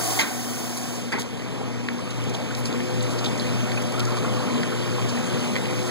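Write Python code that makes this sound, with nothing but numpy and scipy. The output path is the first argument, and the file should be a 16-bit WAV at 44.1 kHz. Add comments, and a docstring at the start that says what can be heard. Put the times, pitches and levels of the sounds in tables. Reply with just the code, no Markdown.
"""Water hisses into an open top-loading washing machine, over a washing sound and the buzz of the valve coil.
A valve clacks, the jet thins and stops, and the motor idles; then the drive engages with more knocks.
The agitator swings the laundry to and fro: water noise, humming, gurgles, splashes and about one tick a stroke.
Water is shaped noise and short bubbles, the motor is sine waves, and knocks are bursts ringing a steel cabinet.
The recorder widens its stereo by flipping and delaying the right side."""
import sys
import numpy as np
from scipy import signal
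from scipy.fft import rfft, irfft
from scipy.io import wavfile
from scipy.ndimage import uniform_filter1d

SR = 44100
rng = np.random.default_rng(int(sys.argv[2]) if len(sys.argv) > 2 else 0)


def dump(signal):
    """Clip the signal to [-1, 1] and save it as 16-bit WAV at the path in sys.argv[1]."""
    limited = np.clip(np.atleast_2d(signal).T, -1, 1)
    pcm = np.round(limited * 32767).astype(np.int16)
    wavfile.write(sys.argv[1], SR, pcm)


N = 260190  # length of the scene in samples
FRAME, HOP = 1024, 256  # short-time spectra of the water noise, in samples

# fill jet, relative colour: (frequency [Hz], level per Hz [dB])
JET_COLOUR = [(150, -36), (300, -7.5), (500, -7.5), (1000, -12.5), (1600, -16), (2600, -17), (4000, -18.5),
              (5000, -14.5), (6500, -12.5), (9000, -16), (12000, -19), (15800, -22)]
# resonances of the inlet pipe: (frequency [Hz], width [Hz], boost [dB])
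PIPE_RESONANCES = [(335, 72, 9.5), (740, 36, 16.5), (1090, 78, 9)]
# churning water: (time [s], level [dB], brightness [dB per octave above the pivot])
CHURN = [(0.0, -27.5, -8), (0.08, -36, 1.5), (0.26, -33.5, 1), (0.76, -35, 1.5), (1.46, -30, -1),
         (1.84, -31, -1), (2.07, -30, -0.5), (3.45, -26.5, 0), (3.91, -28.5, 0.5), (4.5, -26, -0.5),
         (5.04, -28, 0.5), (5.39, -25.5, 0), (5.62, -27.5, 0.5), (5.9, -27.5, 1)]
# churning water, relative colour: (frequency [Hz], level per Hz [dB])
CHURN_COLOUR = [(35, -45), (70, -27), (100, 7.5), (150, 1), (280, 3), (450, -6.5), (750, -7), (1200, -10),
                (1700, -14.5), (2800, -12), (4000, -19), (6500, -21), (9000, -26), (15800, -39)]
# resonances of the air in tub and cabinet: (frequency [Hz], width [Hz], boost [dB])
TUB_RESONANCES = [(95, 17, 2), (190, 43, 5), (255, 37, 1.5), (450.2, 43, 14.5)]
# motor buzz tones, as multiples of the lowest: (multiple [1])
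BUZZ_MULTIPLES = [1, 2, 3, 5]
# the same tones while idling: (level [dB])
BUZZ_IDLE_DB = [-36.5, -33.5, -52, -53.5]
# the same tones while driving, fading and coming back as the load shifts: (time [s], level [dB])
BUZZ_1 = [(1.2, -37.2), (1.45, -36), (1.65, -30.5), (1.8, -30), (1.97, -37.5), (2.15, -28), (2.3, -25.5),
          (2.45, -31.5), (2.7, -28), (2.85, -32.5), (3.0, -24), (3.15, -25), (3.32, -30.5), (3.5, -23.5),
          (3.7, -26), (3.9, -30.5), (4.05, -22), (4.25, -28.5), (4.35, -24), (4.45, -31), (4.65, -33),
          (4.85, -27), (5.05, -21.5), (5.15, -35), (5.3, -27), (5.48, -37), (5.62, -31.5), (5.88, -23)]
BUZZ_2 = [(1.2, -34.5), (1.5, -42.5), (1.75, -34), (1.95, -30.5), (2.13, -57), (2.4, -41), (2.65, -34),
          (2.85, -31.5), (3.0, -42), (3.15, -97), (3.3, -35), (3.45, -34.5), (3.62, -30.5), (3.85, -33.5),
          (4.0, -38), (4.2, -37), (4.4, -38), (4.55, -24), (4.72, -33.5), (4.95, -52), (5.15, -28),
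          (5.35, -34.5), (5.45, -25), (5.6, -33), (5.75, -50), (5.88, -40)]
BUZZ_3 = [(1.2, -55), (1.75, -43.5), (1.9, -46), (2.15, -46), (2.5, -87), (2.75, -35.5), (3.05, -34),
          (3.6, -40), (3.95, -35), (4.55, -42.5), (4.7, -34.5), (5.05, -36.5), (5.15, -56), (5.35, -28),
          (5.45, -40), (5.88, -28.5)]
BUZZ_5 = [(1.2, -61), (2.0, -55), (2.501, -49), (2.7, -47), (2.82, -46), (3.0, -43), (3.5, -41.5),
          (3.75, -42), (4.1, -41), (4.35, -43), (4.6, -41.5), (5.0, -43.5), (5.4, -43), (5.6, -40),
          (5.9, -53)]
# load on the drive as the laundry gets moving; the whine follows a share of it: (time [s], load [dB])
LOAD = [(1.2, -25), (1.55, -11), (1.85, -9.5), (2.2, -10.5), (3.0, -1), (3.6, -9), (4.2, 11), (4.6, -3),
        (5.0, 4), (5.3, 2), (5.55, -9), (5.9, 14)]
# gear whine, swelling once and twice per stroke: (idling [dB], driving [dB], share of the load it follows [1],
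# swell [dB], its crest [share of stroke], double swell [dB], its crest [share of stroke])
WHINE = (-47, -40, 0.42, 1.5, 0.9, 2.5, 0.19)
# steel cabinet modes: (frequency [Hz], relative level [dB], undamped time to fall 60 dB [s])
CABINET = [(298, -5, 0.11), (660, -16, 0.063), (897, -6, 0.2), (1180, -7, 0.16), (1480, -2.5, 0.21),
           (1630, -0.5, 0.09), (1850, -1, 0.12), (2065, 2, 0.2), (2370, 0.5, 0.1), (3170, -5, 0.24),
           (3920, -7.5, 0.11), (4630, -4.5, 0.017), (6570, -7.5, 0.13), (9500, -15, .04)]
# valve and clutch knocks: (time [s], level [dB], rattle length [s], brightness [dB per octave],
# damping [0-1], contact time [ms])
KNOCKS = [(0.190, -19, 0.02, -0.5, 0.27, 0.056), (0.21, -23.5, 0.013, -2.5, 0.44, 0.049),
          (0.217, -32, 0.13, -5.5, 0.5, 0.078), (1.120, -31, 0.03, -1, 0.75, 0.1),
          (1.125, -29.5, 0.012, -7, 0.75, 0.3), (1.131, -29, 0.01, -7, 0.75, 0.35),
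          (1.137, -27.5, 0.01, -6, .75, 0.35), (1.146, -29, 0.02, -7, 0.7, 0.4),
          (1.156, -31, 0.04, -6, 0.7, 0.35), (1.180, -32, 0.02, -10, 0.6, 0.5),
          (1.185, -34, 0.004, -1, 0.7, 0.12)]
# splashes, single drops, low slops and the loudest gurgles:
# (time [s], level [dB], centre [Hz], width [share of centre], length [ms])
SPLASHES = [(0.767, -35.5, 6300, 1.1, 26), (1.191, -34, 4950, 1.55, 36), (1.931, -50, 12500, .5, 5),
            (2.104, -41, 4500, 1.2, 14), (2.238, -42, 6000, 0.87, 5), (2.294, -42, 6500, .8, 8.7),
            (2.335, -39, 3680, 1.4, 31), (2.346, -31.5, 3400, 0.34, 8), (2.382, -67, 6500, 0.85, 6.5),
            (2.508, -36, 1540, 0.34, 12), (2.548, -34, 4300, 1.1, 6.4), (2.562, -45, 8850, 1.2, 50),
            (2.649, -37.5, 5470, 1.14, 30), (2.655, -29, 4940, 0.45, 4.6), (2.727, -35, 4240, 0.41, 3.8),
            (3.006, -35, 3720, 0.44, 6.8), (3.025, -35, 7040, 0.39, 8.2), (3.099, -42, 6000, 1.1, 49),
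            (3.183, -36.5, 4740, .7, 19), (3.239, -33.5, 3800, 1.3, 27), (3.254, -33, 3300, 0.3, 28),
            (3.259, -28, 3540, .3, 5.9), (3.299, -51, 6200, 0.44, 5), (3.3, -32, 190, 0.46, 47),
            (3.391, -35, 240, 0.79, 55), (3.47, -36, 175, .4, 140), (3.601, -30, 205, 0.37, 70),
            (3.2, -37, 800, 1, 90), (2.25, -38, 185, .4, 82), (4.3, -32, 190, 0.45, 70),
            (5.42, -36, 260, 0.7, 50), (3.377, -37, 5950, 0.44, 6), (3.397, -27.5, 4300, 0.37, 2.9),
            (3.4, -37.5, 4100, 0.22, 15), (3.771, -29, 2530, 0.18, 13), (3.818, -40.5, 6500, 1.3, 7.8),
            (3.92, -35.5, 6500, 0.79, 6), (3.942, -35, 1200, 0.17, 14), (4.01, -39, 1180, 0.12, 45),
            (4.086, -36, 1310, 0.63, 9.8), (4.17, -36.5, 1240, 0.46, 16), (4.247, -31.5, 1200, .3, 13),
            (4.365, -36, 1100, 0.16, 17), (3.995, -29, 7500, 1.2, 2.1), (3.995, -31, 3200, 1, 5.3),
            (4.0, -31, 3700, 0.99, 10), (4.05, -35, 5770, 0.74, 7.1), (4.165, -37, 3440, 1.4, 26),
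            (4.542, -40.5, 4060, .6, 5.2), (4.813, -41, 3600, 0.7, 6), (5.023, -36, 2700, .4, 6.9),
            (5.084, -38, 5330, 0.84, 26), (5.261, -40, 7550, 0.4, 24), (5.654, -31, 2400, 0.91, 7.4),
            (5.69, -36, 2250, 0.27, 12), (5.17, -39, 2050, .25, 12), (4.72, -37, 1290, 0.34, 18),
            (4.521, -38, 1160, .25, 17), (4.975, -33.5, 844, 0.49, 34), (5.875, -40, 5500, 1.1, 10)]
# gear ticks, about once a stroke: (time [s], relative level [dB], starting pitch of the main ring [Hz])
TICKS = [(1.8860, -23.5, 2000), (2.803, -32, 2200), (3.718, -29, 2300), (4.632, -27, 2350),
         (5.555, -28, 2300), (5.563, -25, 2250)]
# faint knock in each tick: (rattle length [s], brightness [dB per octave], damping [0-1], contact time [ms])
TICK_KNOCK = (0.0024, .4, 0.27, 0.19)
# right side against the left, away from multiples of the widening delay's frequency:
# (frequency [Hz], likeness [0-1], level [dB], phase lead [radians])
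SIDES = [(60.3, 0.96, -3, -0.41), (126, 0.93, -3, -0.12), (278, 1, -3, -0.86), (314, 0.88, -5, -0.27),
         (486, 0.99, -2, -0.41), (680, 0.86, -1, -0.62), (1320, 0.98, 0, 0.17), (2020, 0.91, 2, -0.073),
         (3600, 0.98, 2.5, 0.037), (4900, 0.94, 3, -0.0048), (6500, 0.83, 1.5, -0.077), (9400, 1, 2, 0.013),
         (16000, 1, -1, 0.29)]

# fill jet: full flow, throttled after the clack, a slow sag, then shut off
JET_FULL_DB, JET_THROTTLED_DB, JET_SAG_DB_PER_S, JET_FADE_DB_PER_S = -26.5, -33, 3, 76
CLACK_S, THROTTLE_S, SHUT_S = 0.18, 0.059, 0.97
# the thinning jet loses its top first, per octave above this pitch
JET_DULLS_S, JET_DULL_HZ, JET_DULL_DB_PER_S = 0.65, 6000, 12
PIVOT_HZ = 1200  # brightness of churn and bubbles tilts about this pitch
# small bubbles relative to the wash; the drops also follow its brightness
DROPS_DB, DROPS_PER_S = -21.5, 690
SPATTER_DB, SPATTERS_PER_S = -25, 54  # drops that slap the tub wall
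GLUGS_DB, GLUGS_PER_S = -13.5, 55  # air pockets squeezed from the cloth
COIL_DB = -32
MOTOR_ON_S, MOTOR_RISE_S, ENGAGE_S, ENGAGE_RISE_S = 0.23, 0.13, 1.07, 0.24
STROKE_S, STROKE_START_S = 0.9175, 1.886  # length of a stroke, and the time its cycle is counted from
BUZZ_HZ, WHINE_HZ = 120.03, 502
BUZZ_WAVER_DB, WHINE_WAVER_DB = 1.6, 3  # quick unsteadiness while driving
WHINE_SWAY_HZ, WHINE_CREST = 5.25, 0.12  # pitch sway twice a stroke; its crest as a share of the stroke
MODE_SPREAD = 0.05  # spread of each cabinet mode, as a share of its pitch
CRACK_DB = 6  # broad crack of each blow against its ring
SPLASH_LUMPS_DB = 4
SPLASH_RISE, SPLASH_FALL_DB = 0.12, 10  # rise as a share of the length; fall over one length
TICK_MS, TICK_GLIDE, TICK_KNOCK_DB = 0.9, -0.04, -6  # time to the snap's peak; pitch drift; knock offset
GURGLE_LOW_HZ, GURGLE_HIGH_HZ, GURGLES_PER_S = 981, 1377, 120
# air pockets gurgle under the cloth: a quick rise, a hold, a small drop and a slow fade
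GURGLE_S, GURGLE_RISE_S, GURGLE_HOLD_S = 3.92, 0.015, 0.3
GURGLE_DB, GURGLE_DROP_DB, GURGLE_FADE_DB_PER_S = -38, 2.5, 8
LOW_CUT_HZ, EDGE_HZ = 89, 15740  # microphone bass roll-off and upper band limit
WIDEN_SAMPLES = 16  # delay of the right side


def gain_of(db):
    """Turns decibels into a multiplier for the wave."""
    return 10 ** (np.asarray(db) / 20)


def to_unit_rms(x):
    """Scales a signal to an average strength (rms) of 1."""
    return x / np.sqrt(np.mean(x ** 2) + 1e-20)


def read(points, hz):
    """Reads a frequency table between its points; pitch is spaced by ratio, as in hearing."""
    f, value = np.transpose(points)
    return np.interp(np.log(hz + 1), np.log(f + 1), value)


def ramp(t, start, length):
    """Goes in a straight line from 0 to 1."""
    return np.clip((t - start) / length, 0, 1)


def add(mix, s, sound):
    """Mixes a sound in at time s."""
    part = mix[round(s * SR):][:len(sound)]
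    part += sound[:len(part)]


def resonance_boost(table, hz):
    """Adds up the peaks, in dB, where a resonance strengthens certain pitches."""
    return sum(db / (1 + (2 * (hz - f) / width) ** 2) for f, width, db in table)


def smooth_noise(shape, first_size, first_axis, second_size, second_axis):
    """Slowly varying random values, averaged over neighbours twice."""
    noise = rng.standard_normal(shape)
    noise = uniform_filter1d(noise, size=first_size, axis=first_axis)
    return to_unit_rms(uniform_filter1d(noise, size=second_size, axis=second_axis))


def rush(colour_db, patchy_db, flicker_db):
    """Rushing water as noise with drifting patches and a flicker shared by wide bands."""
    shape = (FRAME // 2 + 1, colour_db.shape[1])  # frequencies by moments
    noise = rng.standard_normal(shape) + 1j * rng.standard_normal(shape)
    patches = smooth_noise(shape, 10, 0, 12, 1)
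    flicker = smooth_noise(shape, 200, 0, 3, 1)
    spectra = noise * gain_of(colour_db + patchy_db * patches + flicker_db * flicker)
    return signal.istft(spectra, nperseg=FRAME, noverlap=FRAME - HOP)[1][:N]


def jet():
    """Water forced through the valve hisses and rings the inlet pipe."""
    hz, t = np.fft.rfftfreq(FRAME, 1 / SR), np.arange(N) / SR
    frame_s = np.arange(N // HOP + 5) * HOP / SR
    octaves = np.log2(np.maximum(hz / JET_DULL_HZ, 1))[:, None]
    dull_db = JET_DULL_DB_PER_S * octaves * np.maximum(frame_s - JET_DULLS_S, 0)
    steady_db = read(JET_COLOUR, hz) + resonance_boost(PIPE_RESONANCES, hz)
    hiss = to_unit_rms(rush(steady_db[:, None] - dull_db, patchy_db=0.1, flicker_db=0.5))
    level_db = JET_FULL_DB + (JET_THROTTLED_DB - JET_FULL_DB) * ramp(t, CLACK_S, THROTTLE_S)
    level_db -= JET_SAG_DB_PER_S * np.maximum(t - CLACK_S, 0)
    level_db -= JET_FADE_DB_PER_S * np.maximum(t - SHUT_S, 0)
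    return hiss * gain_of(level_db)


def bubbles(pitches, per_s, spread_db, cycles, tilt_db, glide):
    """Short ringing bubbles that rise in pitch, each pitch with its own random train; a few are loud."""
    out, t = np.zeros(N), np.arange(1500) / SR
    loudness_db = spread_db * np.minimum(rng.exponential(1, N), 4)
    starts = gain_of(loudness_db) * (rng.random(N) < per_s / SR)
    kind = rng.integers(0, len(pitches), N)
    for k, hz in enumerate(pitches):
        turns = hz * t
        ring = np.sin(2 * np.pi * turns * (1 + glide * turns / cycles))
        bubble = ring * turns * np.exp(-turns / cycles)
        bubble = bubble * gain_of(tilt_db * np.log2(hz / PIVOT_HZ))
        out += signal.oaconvolve(starts * (kind == k), bubble)[:N]
    return to_unit_rms(out)


def drops():
    """Fine spray as a dense rain of bubbles of many pitches."""
    pitches = np.geomspace(700, 7000, num=24)
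    return bubbles(pitches, DROPS_PER_S, spread_db=3.5, cycles=3.5, tilt_db=-3.5, glide=0.029)


def spatter():
    """Sparse, bright slaps of single drops, each ringing very briefly."""
    pitches = np.geomspace(1800, 9000, num=16)
    return bubbles(pitches, SPATTERS_PER_S, spread_db=3, cycles=2.2, tilt_db=0, glide=0.03)


def glugs():
    """Sparse, low bubbles of many pitches, ringing a little longer."""
    pitches = np.geomspace(400, 2200, num=20)
    return bubbles(pitches, GLUGS_PER_S, spread_db=2.5, cycles=6, tilt_db=-3, glide=0.04)


def churn():
    """Water and wet cloth wash round the tub; a brighter wash carries more drop sound."""
    hz, t = np.fft.rfftfreq(FRAME, 1 / SR), np.arange(N) / SR
    frame_s = np.arange(N // HOP + 5) * HOP / SR
    s, level_db, bright = np.transpose(CHURN)
    octaves = np.log2(np.maximum(hz / PIVOT_HZ, 1))[:, None]
    steady_db = read(CHURN_COLOUR, hz) + resonance_boost(TUB_RESONANCES, hz)
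    colour_db = steady_db[:, None] + octaves * np.interp(frame_s, s, bright)
    wash = to_unit_rms(rush(colour_db, patchy_db=1.28, flicker_db=0.3))
    spray = gain_of(DROPS_DB + 9.7 * np.interp(t, s, bright)) * drops()
    stirred = gain_of(SPATTER_DB) * spatter() + gain_of(GLUGS_DB) * glugs()
    spray += ramp(t, ENGAGE_S, STROKE_S) * stirred  # these grow in over one stroke
    return gain_of(np.interp(t, s, level_db)) * (wash + spray)


def coil(t):
    """The valve coil buzzes on the lowest motor tone and dies away at the clack."""
    return gain_of(COIL_DB) * (1 - ramp(t, CLACK_S, THROTTLE_S)) * np.sin(2 * np.pi * BUZZ_HZ * t)


def motor_buzz(t, engaged, phase_drift, level_drift):
    """The motor sounds a stack of tones with slightly drifting phase, whose levels waver once it is driving."""
    out = np.zeros(N)
    for k, level in enumerate([BUZZ_1, BUZZ_2, BUZZ_3, BUZZ_5]):
        drive_db = np.interp(t, *np.transpose(level)) + BUZZ_WAVER_DB * level_drift[k]
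        db = BUZZ_IDLE_DB[k] + engaged * (drive_db - BUZZ_IDLE_DB[k])
        phase = 2 * np.pi * BUZZ_MULTIPLES[k] * BUZZ_HZ * t + 0.15 * phase_drift[k] + k
        out += gain_of(db) * np.sin(phase)
    return out


def gear_whine(t, engaged, phase_drift, level_drift):
    """The gear whines on one tone, swaying in pitch; while driving it swells with stroke and load."""
    turn = 2 * np.pi * (t - STROKE_START_S) / STROKE_S
    load_db = np.interp(t, *np.transpose(LOAD))
    idle_db, drive_db, share, once_db, crest, twice_db, crest_twice = WHINE
    swell_db = once_db * np.cos(turn - 2 * np.pi * crest)
    swell_db += twice_db * np.cos(2 * (turn - 2 * np.pi * crest_twice))
    change_db = drive_db - idle_db + share * load_db + swell_db + WHINE_WAVER_DB * level_drift
    # a phase swing that moves the pitch up and down by WHINE_SWAY_HZ
    sway = WHINE_SWAY_HZ * STROKE_S / 2 * np.sin(2 * (turn - 2 * np.pi * WHINE_CREST))
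    tone = np.sin(2 * np.pi * WHINE_HZ * t + sway + 0.5 * phase_drift)
    return gain_of(idle_db + engaged * change_db) * tone


def hum():
    """The coil buzzes first; then the motor and gear start, idle and take up the drive."""
    t = np.arange(N) / SR
    on, engaged = ramp(t, MOTOR_ON_S, MOTOR_RISE_S), ramp(t, ENGAGE_S, ENGAGE_RISE_S)
    phase_drift, level_drift = smooth_noise((2, 5, N), 3000, 2, 1500, 2)
    buzz = motor_buzz(t, engaged, phase_drift[:4], level_drift[:4])
    whine = gear_whine(t, engaged, phase_drift[4], level_drift[4])
    return np.sqrt(2) * (coil(t) + on * (buzz + whine))  # root 2 makes the tone levels rms


def cabinet_ring(t, bright, lively):
    """Each cabinet mode rings as four close neighbours that beat together."""
    ring = np.zeros(len(t))
    for hz, mode_db, t60 in CABINET:
        near = 1 + MODE_SPREAD * rng.uniform(-0.85, 1, (4, 1))
        db = mode_db + bright * np.log2(hz / 1900) - 60 * t / (t60 * lively)
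        ring += gain_of(db) * np.sin(2 * np.pi * hz * near * t).sum(axis=0)
    return ring


def cabinet_crack(t, bright, lively):
    """Fading noise stands for the many cabinet modes in between."""
    f = np.fft.rfftfreq(len(t), 1 / SR)
    colour_db = read([mode[:2] for mode in CABINET], f) + bright * np.log2((f + 200) / 1900)
    colour = gain_of(colour_db) * f ** 2 / (f ** 2 + 250 ** 2)
    noise = irfft(rfft(rng.standard_normal(len(t))) * colour, len(t))
    return to_unit_rms(noise) * gain_of(-60 * t / (0.13 * lively))


def knock(db, rattle, bright, damping, contact_ms):
    """A run of small bounces cracks and rings the cabinet; a blunt blow favours its low modes."""
    t = np.arange(SR // 4) / SR
    bounces = rng.standard_normal(len(t)) * (rng.random(len(t)) < 0.15) * np.exp(-2 * t / rattle)
    bounces[0] = 2  # a firm first blow
    lively = 1 - np.clip(damping, 0, 0.95)
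    ring, crack = cabinet_ring(t, bright, lively), cabinet_crack(t, bright, lively)
    body = ring / np.linalg.norm(ring) + gain_of(CRACK_DB) * crack / np.linalg.norm(crack)
    push_s = t[:200]
    push = push_s * np.exp(-push_s / (max(contact_ms, 0.02) / 4000))  # a longer contact dulls the treble
    sound = signal.fftconvolve(np.convolve(bounces, push), body)[:len(t)]
    # the panel is too small to radiate deep bass
    sound = signal.lfilter(*signal.butter(2, 170, "high", fs=SR), sound)
    opening = sound[:round((rattle + 0.005) * SR)]
    return gain_of(db) * sound / np.sqrt(np.mean(opening ** 2))


def splash(db, hz, share, ms):
    """A burst of water sound: grainy noise in one band, quick rise, lumpy fall."""
    t = np.arange(SR // 5) / SR
    f = np.fft.rfftfreq(len(t), 1 / SR)
    band = 1 / (1 + (2 * np.log((f + 1) / hz) / share) ** 4)
    burst = irfft(rfft(rng.standard_normal(len(t))) * band, len(t))
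    lumps = to_unit_rms(uniform_filter1d(rng.standard_normal(len(t)), size=70))
    u = 1000 * t / ms  # time in splash lengths
    burst *= gain_of(SPLASH_LUMPS_DB * lumps - SPLASH_FALL_DB * u ** 2)
    burst *= 1 - np.exp(-u / SPLASH_RISE)
    return gain_of(db) * burst / np.sqrt(np.sum(burst ** 2) / (ms * SR / 1000))


def tick(db, hz):
    """A few cycles of a hard plastic snap, with a faint knock on the cabinet."""
    t = np.arange(SR // 4) / SR
    u = 1000 * t / TICK_MS
    turn = 2 * np.pi * hz * t * (1 + TICK_GLIDE * np.minimum(u, 4))
    tones = np.sin(turn) + 0.45 * np.sin(1.6 * turn) + 0.25 * np.sin(2.3 * turn)  # two higher modes
    snap = u * np.exp(1 - u) * tones
    return 2 * gain_of(db) * snap + knock(db + TICK_KNOCK_DB, *TICK_KNOCK)


def gurgle():
    """Air pockets under the cloth gurgle as larger bubbles of like size."""
    t = np.arange(N) / SR
    pitches = np.geomspace(GURGLE_LOW_HZ, GURGLE_HIGH_HZ, num=8)
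    sound = bubbles(pitches, GURGLES_PER_S, spread_db=2.5, cycles=5, tilt_db=0, glide=0.006)
    hold_end = GURGLE_S + GURGLE_RISE_S + GURGLE_HOLD_S
    db = GURGLE_DB - GURGLE_DROP_DB * ramp(t, hold_end, GURGLE_RISE_S)
    db -= GURGLE_FADE_DB_PER_S * np.maximum(t - hold_end, 0)
    return sound * gain_of(db) * ramp(t, GURGLE_S, GURGLE_RISE_S)


def random_phase(x):
    """The same sound with its phase redrawn at random in each short frame and band."""
    z = signal.stft(x, SR, nperseg=192, noverlap=144)[2]
    z = 2 * z * np.exp(2j * np.pi * rng.random(z.shape))  # unrelated frames add in power, hence the 2
    return signal.istft(z, SR, nperseg=192, noverlap=144)[1][:N]


def two_sides(tub, near):
    """The second side shares the near sounds and part of the tub's; a random-phase copy fills the rest."""
    hz = np.fft.rfftfreq(N, 1 / SR)
    f, *columns = np.transpose(SIDES)
    alike, db, lead = (read(np.transpose([f, column]), hz) for column in columns)
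    # from the first comb tooth up, both sides agree fully at each multiple of the widening delay's frequency
    teeth = hz * WIDEN_SAMPLES / SR
    apart = np.where(teeth < 0.75, 1, np.minimum(11.4 * np.sin(np.pi * teeth) ** 2, 1))
    alike = 1 - apart * (1 - np.clip(alike, 0, 1))
    shared = (alike * rfft(tub) + rfft(near)) * np.exp(1j * lead * apart)
    unlike = np.sqrt(1 - alike ** 2) * rfft(random_phase(tub))
    other = (shared + unlike) * gain_of(db * apart)
    return np.array([tub + near, irfft(other, N)])


def scene():
    """Water and knocks make the tub sound; hum, ticks and splashes are the near sounds both sides share."""
    tub = jet() + churn() + gurgle()
    near = hum()
    for s, *row in KNOCKS:
        add(tub, s, knock(*row))
    for s, *row in SPLASHES:
        add(near, s, splash(*row))
    for s, *row in TICKS:
        add(near, s, tick(*row))
    return two_sides(tub, near)


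def record(dry):
    """Bass roll-off, stereo widening (right side flipped and late, so the sum is combed), then band limit."""
    bass_cut = signal.butter(2, LOW_CUT_HZ, "high", fs=SR, output="sos")
    dry = signal.sosfilt(bass_cut, dry)
    late = np.pad(dry[1], (WIDEN_SAMPLES, 0), "reflect")[:N]
    wide = np.array([dry[0], -late])
    band_limit = signal.firwin(511, EDGE_HZ, window=("kaiser", 9), fs=SR)
    return signal.oaconvolve(wide, band_limit[None], "same")


dry = scene()
out = record(dry)
dump(out)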